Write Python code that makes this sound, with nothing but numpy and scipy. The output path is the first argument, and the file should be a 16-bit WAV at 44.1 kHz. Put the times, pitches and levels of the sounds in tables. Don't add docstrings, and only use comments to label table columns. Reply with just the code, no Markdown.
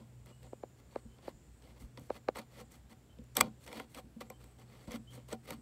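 import sys
import numpy as np
from scipy import signal
from scipy.fft import irfft
from scipy.io import wavfile

SR = 44100
rng = np.random.default_rng(int(sys.argv[2]) if len(sys.argv) > 2 else 0)


def int16_out(signal):
    q = np.round(np.clip(np.atleast_2d(signal).T, -1, 1) * 32767)
    wavfile.write(sys.argv[1], SR, q.astype(np.int16))


def gain_from_decibels(decibels):
    exponent = np.asarray(decibels, float) / 20
    return 10 ** exponent


N = 247401

# centre_hz, density_db_per_hz
ROOM_SPECTRUM = [(30, -45.5), (45, -12), (65, -4), (95, -5.5), (140, -7), (230, -9.5), (400, -16),
                 (600, -21), (1000, -26.5), (2000, -30), (4000, -34.5), (6200, -37), (9500, -39),
                 (15500, -42.5)]
# time_s, level_db
MOTOR_LOAD = [(0.0, -54.5), (0.6, -61), (0.87, -72), (1.05, -63), (1.35, -70), (1.6, -73.5), (1.97, -56.5),
              (2.28, -67), (2.58, -61), (2.86, -68.5), (3.2, -62), (3.42, -55.5), (3.7, -67.5), (4.08, -69),
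              (4.3, -61), (4.9, -64), (5.15, -54.5), (5.61, -60.5)]
# start_s, length_s, first_hz, last_hz, level_db
CHIRPS = [
    (.315, .06, 2880, 2950, -73),
    (1.075, .075, 3040, 3100, -79),
    (3.085, .07, 3060, 3110, -77),
    (4.33, .045, 3070, 3120, -73),
    (5.066, .052, 2980, 3260, -63),
]
# start_s, level_db, softness_s
PUSHES = [(.01, -47.5, 0.003), (1.053, -48, 0.0037), (1.301, -47.5, 0.017), (1.708, -57.5, 0.0026),
          (1.82, -44, 0.0075), (2.011, -51.5, 0.0014), (3.187, -49.5, 0.00069), (3.215, -48.5, 0.0029),
          (3.416, -36, 0.0016), (3.446, -47, 0.0011), (3.472, -45, 0.0016), (3.509, -53.5, 0.0017),
          (4.041, -51, 0.002), (4.066, -54, 0.0014), (4.163, -50.5, 0.001), (4.189, -59, 0.0016),
          (4.879, -44.5, 0.0026), (4.905, -53.5, 0.0003), (4.937, -47, 0.00034), (4.995, -56, 0.00045),
          (4.967, -56, 0.00064), (5.515, -45.5, 0.00061), (4.99, -50.5, 0.0028), (5.579, -53, 0.0014)]
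# tick_s, thud_db, centre_hz, tick_above_thud_db
KNOCKS = [
    (0.5302, -32.5, 410, -22.5),
    (.634, -30, 435, -19.5),
    (0.9588, -25, 457, -14),
    (1.279, -29, 447, -16),
    (2.1026, -21.5, 485, -16.5),
    (2.2859, -17, 485, -9.5),
]
# pitch_hz, level_db, fade_s
TICK_RINGS = [(1320, 8.5, 0.00035), (1540, -6, 0.001), (2200, -10, 0.002), (4000, -7, 0.00085),
              (5700, -32, 0.00054)]
# pitch_hz, level_db, t60_s
PANEL_MODES = [(153, -3, 0.069), (225.8, 3.5, 0.17), (274, 8, 0.042), (302, 6.5, 0.029), (394.4, -7, 0.039),
               (493.4, 2.5, 0.069), (592, -1, 0.041), (755, -5, 0.096), (938, -2.5, 0.035),
               (1054, -5.5, 0.063), (1215, -33, 0.15), (1433, -6.5, 0.034)]
# pitch_hz, level_db, t60_s
SHANK_MODES = [(1137, 11.5, 0.0096), (2085, 8, 0.013), (2400, -4.5, 0.041), (2950, 0, 0.015),
               (3345, -4, 0.032), (4440, 3, 0.013)]
# pitch_hz, level_db, t60_s
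TIP_MODES = [(5330, -8.5, 0.0062), (5730, 4.5, 0.0021), (8110, 2.5, 0.0065), (9300, 3, 0.001),
             (12190, -3, 0.006), (14360, 3, 0.0015)]
# time_s, peak_db, panel_above_peak_db, dullness_0_1
SNAPS = [(0.26, -47, -16, 0.26), (0.431, -46.5, -31, 0.37), (1.1857, -59, 5.5, 0.7),
         (1.6231, -52, -30, 0.76), (1.9748, -42, -3, 0.66), (1.9959, -50, -15, 0), (2.358, -36, -2.5, 0.5),
         (2.3694, -37.5, 3, 0.17), (2.373, -45, -9, 0.4), (2.6114, -46.5, -3, 0.46), (2.721, -49.5, -17, 0),
         (3.1867, -55, -12, 0.7), (3.24, -54, -16, 0.05), (3.3536, -39, -18, 0), (3.6641, -45.5, -11, 0.1),
         (3.677, -38, -17, 0.42), (3.7167, -45.5, 3, 0.6), (3.7289, -36, -4.5, 0.45),
         (3.7992, -36, 2.5, 0.53), (3.9474, -35.5, -29, 0.5), (4.2074, -39.5, -4.5, 0.32),
         (4.3012, -37, -0.5, 0.19), (4.4416, -46, -9.5, 0.34), (4.5978, -51, -27, 0.1),
         (4.8745, -50, -10.5, 0.35), (4.9187, -38, -27, 0), (5.2874, -45.5, -10.5, 0.28),
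         (5.3288, -35, -2.5, 0.46), (5.48, -58, -10, 0.1), (5.5065, -29, -6, 0.2)]
# time_s, peak_db, panel_above_peak_db, dullness_0_1, click_gain
BREAKS = [
    (3.369, -11, -16.5, .25, .4),
    (3.41, -8, -15.5, 0.31, 2.4),
]
# start_s, length_s, grit_db, panel_above_grit_db
DIGS = [
    (3.3669, 0.0024, -40, -8.5),
    (3.4047, 0.0051, -30, -15),
]
# start_s, length_s, grit_db, panel_above_grit_db
BUILDING = [(0.776, 0.026, -75, 7), (1.067, 0.12, -91.5, 20), (1.228, 0.064, -70.5, 16),
            (2.116, 0.054, -68, 12.5), (2.353, 0.041, -60, 15.5), (2.517, 0.082, -69, 13),
            (3.604, 0.044, -68.5, 3), (3.707, 0.07, -63.5, 16), (4.63, 0.079, -83, 17.5),
            (5.109, 0.048, -64, 5.5), (5.283, 0.041, -63.5, 10), (5.431, 0.026, -70, 7), ]
# start_s, length_s, grit_db, panel_above_grit_db
EVEN = [(0.268, 0.042, -76.5, 21), (0.425, 0.045, -78.5, 20.5), (0.913, 0.08, -76.5, 13),
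        (1.63, 0.085, -77, 16.5), (1.76, 0.025, -81, 20), (2.71, 0.038, -67, 5.5), (2.899, 0.03, -69.5, 12),
        (3.374, 0.019, -47, 10.5), (3.665, 0.028, -65, 14.5), (3.898, 0.044, -71, 0),
        (3.951, 0.045, -61, 12.5), (4.222, 0.047, -81.5, 19.5), (4.303, 0.023, -76, 25),
        (4.587, 0.037, -72.5, 14.5), (4.731, 0.12, -74, 13.5), (4.909, 0.051, -59, 14),
        (5.478, 0.059, -60.5, 14), (5.55, 0.039, -89, 23)]
# start_s, length_s, grit_db, panel_above_grit_db
FADING = [(0, 0.052, -87.5, 26.5), (1.802, 0.052, -69.5, 5.5), (1.978, 0.024, -77, 21),
          (2.014, 0.098, -72.5, 3), (2.416, 0.023, -77.5, 17.5), (2.602, 0.026, -72, 12),
          (2.754, 0.04, -74.5, 7), (3.357, 0.027, -65, 14.5), (3.408, 0.07, -66.5, 26.5),
          (3.796, 0.05, -70.5, 17.5), (4.209, 0.017, -60, 14.5), (4.407, 0.12, -76.5, 10),
          (4.877, 0.028, -77, 24.5), (5.174, 0.053, -81.5, 19), (5.326, 0.024, -65, 24.5)]

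UNEVEN_DB = 2.5


def rms_one(x):
    return x / np.sqrt(np.mean(x ** 2) + 1e-20)


def drift(rate_hz):
    r = np.exp(-2 * np.pi * rate_hz / SR)
    once = signal.lfilter([1], [1, -r], rng.standard_normal(N + SR))
    twice = signal.lfilter([1], [1, -r], once)
    return rms_one(twice[SR:])


def band(x, low_hz, high_hz):
    return signal.sosfilt(signal.butter(2, [low_hz, high_hz], "band", fs=SR, output="sos"), x)


def body(force, modes, uneven_db):
    out, energy = np.zeros(N), 0
    for k, (hz, level_db, t60_s) in enumerate(modes):
        r = gain_from_decibels(-60 / (t60_s * SR))
        w = 2 * np.pi * hz / SR
        coupling = gain_from_decibels(level_db + uneven_db * drift(37)) * (-1) ** k
        resonator = [1, -2 * r * np.cos(w), r * r]
        out += signal.lfilter([0, np.sin(w)], resonator, force * coupling + 1e-18)
        energy += gain_from_decibels(2 * level_db) / (2 - 2 * r * r)
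    return out / np.sqrt(energy)


def room_hiss():
    level_db, patchy_db, settle = -66.5, 0.7, 8000
    white = rng.standard_normal((2, N + settle))
    edges_hz = 22 * 2 ** np.arange(0, 9.7, 1 / 3)
    table = np.array(ROOM_SPECTRUM)
    out = np.zeros(N)
    for k, (low, high) in enumerate(zip(edges_hz, edges_hz[1:])):
        band_db = np.interp(np.log(low * high) / 2, np.log(table[:, 0]), table[:, 1])
        noise = band(white[k % 2], low, high)[settle:]
        out += gain_from_decibels(band_db + patchy_db * drift(1.95)) * noise
    return gain_from_decibels(level_db) * out / np.std(band(out, 200, 16000))


def hum():
    motor_hz, waver_hz, rough = 61.0, 0.7, 0.7
    phase = 2 * np.pi * np.cumsum(motor_hz + waver_hz * drift(3.4)) / SR
    time_s, load_db = np.transpose(MOTOR_LOAD)
    second_db = np.interp(np.arange(N) / SR, time_s, load_db)
    first_db = -64 + 0.1 * (second_db - second_db.mean()) + drift(1.8)
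    first = (1 + 1.2 * rough * drift(7.9)) * np.sin(phase)
    second = (1 + rough / 3 * drift(9.0)) * np.sin(2 * phase)
    return gain_from_decibels(first_db) * rms_one(first) + gain_from_decibels(second_db) * rms_one(second)


def insects():
    level_db, patchy_db = -78.5, 4.0
    chorus = np.zeros(N)
    for low_hz, high_hz in [(6900, 7350), (7400, 7850), (7900, 8400)]:
        chorus += band(rng.standard_normal(N), low_hz, high_hz) * gain_from_decibels(patchy_db * drift(1.7))
    return gain_from_decibels(level_db) * rms_one(chorus)


def bird():
    t60_s, echo_db = 0.6, -2.0
    calls = np.zeros(N)
    for start_s, length_s, first_hz, last_hz, level_db in CHIRPS:
        count = round(length_s * SR)
        phase = 2 * np.pi * np.cumsum(np.linspace(first_hz, last_hz, count)) / SR
        whistle = signal.windows.tukey(count, 0.5) * np.sin(phase)
        calls[round(start_s * SR):][:count] = gain_from_decibels(level_db + 1.5) * whistle
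    tail = rng.standard_normal(SR // 2) * gain_from_decibels(-60 * np.arange(SR // 2) / SR / t60_s)
    echo = signal.fftconvolve(calls, tail / np.linalg.norm(tail))[:N]
    echo *= 0.35 + drift(120)
    flutter = 1 + 0.25 * drift(110)
    return calls * flutter + gain_from_decibels(echo_db) * echo


def pushes():
    t, force = np.arange(N) / SR, np.zeros(N)
    for start_s, push_db, soft_s in PUSHES:
        late = np.maximum(t - start_s, 0) / soft_s
        force += gain_from_decibels(push_db) * late * np.exp(1 - late)
    return body(force, PANEL_MODES, 3.6) + gain_from_decibels(-4) * band(force, 55, 193.8)


def knocks():
    size, lag_s, patch_db = 2048, 0.003796, -27.5
    spread, width, turn_rad = 0.063, 0.49, 0.41
    ring_share, ring_hz, sharpness = 0.54, 520, 4.7
    half, out = size // 2, np.zeros(N)
    hz = np.maximum(np.arange(half + 1) * SR / size, 1)
    late = np.arange(-half, half) / SR
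    after = late.clip(0)
    rings = 1 + ring_share / (1 + 1j * sharpness * (hz / ring_hz - ring_hz / hz))
    tick = np.zeros(size)
    for tick_hz, level_db, fade_s in TICK_RINGS:
        tick += gain_from_decibels(level_db) * np.sin(2 * np.pi * tick_hz * late) * np.exp(-after / fade_s)
    tick *= 1 - np.exp(-after / 0.0001)
    patches = band(rng.standard_normal((len(KNOCKS), size)), 350, 860)
    for (tick_s, thud_db, centre_hz, tick_db), patch in zip(KNOCKS, patches):
        ahead = 4 * np.pi * spread * (np.sqrt(hz) - (hz + centre_hz) / 2 / np.sqrt(centre_hz))
        phase = ahead + turn_rad + 2 * np.pi * hz * lag_s
        spectrum = np.exp(-0.5 * (np.log(hz / centre_hz) / width) ** 2 - 1j * phase)
        thud = irfft(rings * spectrum)
        wave = -np.roll(thud, half) / np.abs(thud).max()
        wave -= gain_from_decibels(tick_db) * tick
        wave += gain_from_decibels(patch_db) * rms_one(patch) * np.exp(-((late - lag_s) / 0.01) ** 8)
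        out[round(tick_s * SR) - half:][:size] += gain_from_decibels(thud_db) * wave
    return out + gain_from_decibels(-33.0) * body(out, PANEL_MODES, UNEVEN_DB)


def snaps():
    crackle_s, snap_click = 0.001, 0.36
    sharp, dull, release, knock = np.zeros((4, N))
    late = np.arange(-500, 300) / SR
    swell = np.exp(np.minimum(0.88 * late, -late) / crackle_s)
    events = [(*row, snap_click) for row in SNAPS] + [tuple(row) for row in BREAKS]
    for time_s, peak_db, panel_db, dullness, click in events:
        burst = gain_from_decibels(peak_db) * 0.68 * rng.standard_normal(800) * swell
        at = round(time_s * SR + 12)
        sharp[at - 500:at + 300] += (1 - dullness) * burst
        dull[at - 500:at + 300] += dullness * burst
        release[at] += gain_from_decibels(peak_db) * click
        knock[at] += gain_from_decibels(peak_db + panel_db)
    tip = gain_from_decibels(-2.5) * body(sharp, TIP_MODES, UNEVEN_DB) + gain_from_decibels(-7.5) * band(sharp, 1700, 15000)
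    shank = gain_from_decibels(-8.5) * body(dull, SHANK_MODES, UNEVEN_DB) + gain_from_decibels(11) * band(dull, 950, 4400)
    crack = gain_from_decibels(1) * band(release, 900, 6400) + gain_from_decibels(1.0) * body(release, SHANK_MODES, UNEVEN_DB)
    crack += gain_from_decibels(8.5) * band(release, 2150, 2620) + gain_from_decibels(3.0) * band(release, 7700, 8500)
    crack += gain_from_decibels(9) * body(knock, SHANK_MODES[:3], UNEVEN_DB)
    hard = band(knock, 408, 4500)
    return tip + shank + crack + gain_from_decibels(25.0) * body(hard, PANEL_MODES, UNEVEN_DB)


def slips(per_s, size_db):
    sizes = gain_from_decibels(size_db * np.minimum(rng.exponential(1, N), 4.2)) * rng.choice([-1, 1], N)
    return rms_one(sizes * (rng.random(N) < per_s / SR))


def stroke_forces():
    t, force = np.arange(N) / SR, np.zeros((3, N))
    kinds = [(BUILDING, 10, 0), (EVEN, 0, 0), (FADING, -5.5, -0.45), (DIGS, 10, 0)]
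    for rows, base_db, per_depth in kinds:
        for start_s, length_s, grit_db, panel_db in rows:
            swell_db = base_db + per_depth * panel_db
            shank_db = 9.5 + 7 * (np.tanh((panel_db - 10) / 7.5) - 1)
            edge_s = 0.00091 + 0.15 * length_s
            first = max(round((start_s - 5 * edge_s) * SR), 0)
            on = slice(first, round((start_s + length_s + 8 * edge_s) * SR))
            late = t[on] - start_s
            rise = np.minimum(late, 0) * 1.5 / edge_s
            fall = np.maximum(late - length_s, 0) / edge_s
            swell = gain_from_decibels(grit_db + swell_db * (np.clip(late / length_s, 0, 1) - 0.5))
            force[:, on] += np.exp(rise - fall) * swell * gain_from_decibels([[0], [shank_db], [panel_db]])
    return force * gain_from_decibels(0.55 * drift(110))


def strokes():
    force = stroke_forces()
    coarse = slips(1500, 3.44) * force
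    fine = slips(6000, 2.6) * force
    tip = gain_from_decibels(-4.5) * body(coarse[0], TIP_MODES, 2.5)
    grit = gain_from_decibels(1.5) * band(fine[0] * gain_from_decibels(2.0 * drift(220)), 2620, 12000)
    shank = gain_from_decibels(-2.5) * body(coarse[1], SHANK_MODES, 3.0) + gain_from_decibels(6) * band(fine[1], 1000, 4400)
    panel = gain_from_decibels(-1.0) * body(band(coarse[2], 230, 3250), PANEL_MODES, UNEVEN_DB)
    panel += gain_from_decibels(7.5) * band(fine[2], 300, 710)
    return tip + grit + shank + panel


def scene():
    background = room_hiss() + hum() + insects() + bird()
    work = pushes() + knocks() + snaps() + strokes()
    t60_s, count = 0.1, SR // 4
    tail = band(rng.standard_normal(count), 150, 4400) * gain_from_decibels(-60 * np.arange(count) / SR / t60_s)
    echo = signal.fftconvolve(work, tail / np.linalg.norm(tail))[:N]
    return (background + work + gain_from_decibels(-36.5) * echo)[None]


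def top_cut(x):
    return signal.sosfilt(signal.butter(12, 16500, fs=SR, output="sos"), x)


def record(dry):
    mix = signal.sosfilt(signal.butter(6, 45, "high", fs=SR, output="sos"), dry)
    mix = signal.sosfilt(signal.ellip(10, 0.5, 62, 15750, fs=SR, output="sos"), mix)
    return top_cut(mix)


dry = scene()
out = record(dry)
int16_out(out)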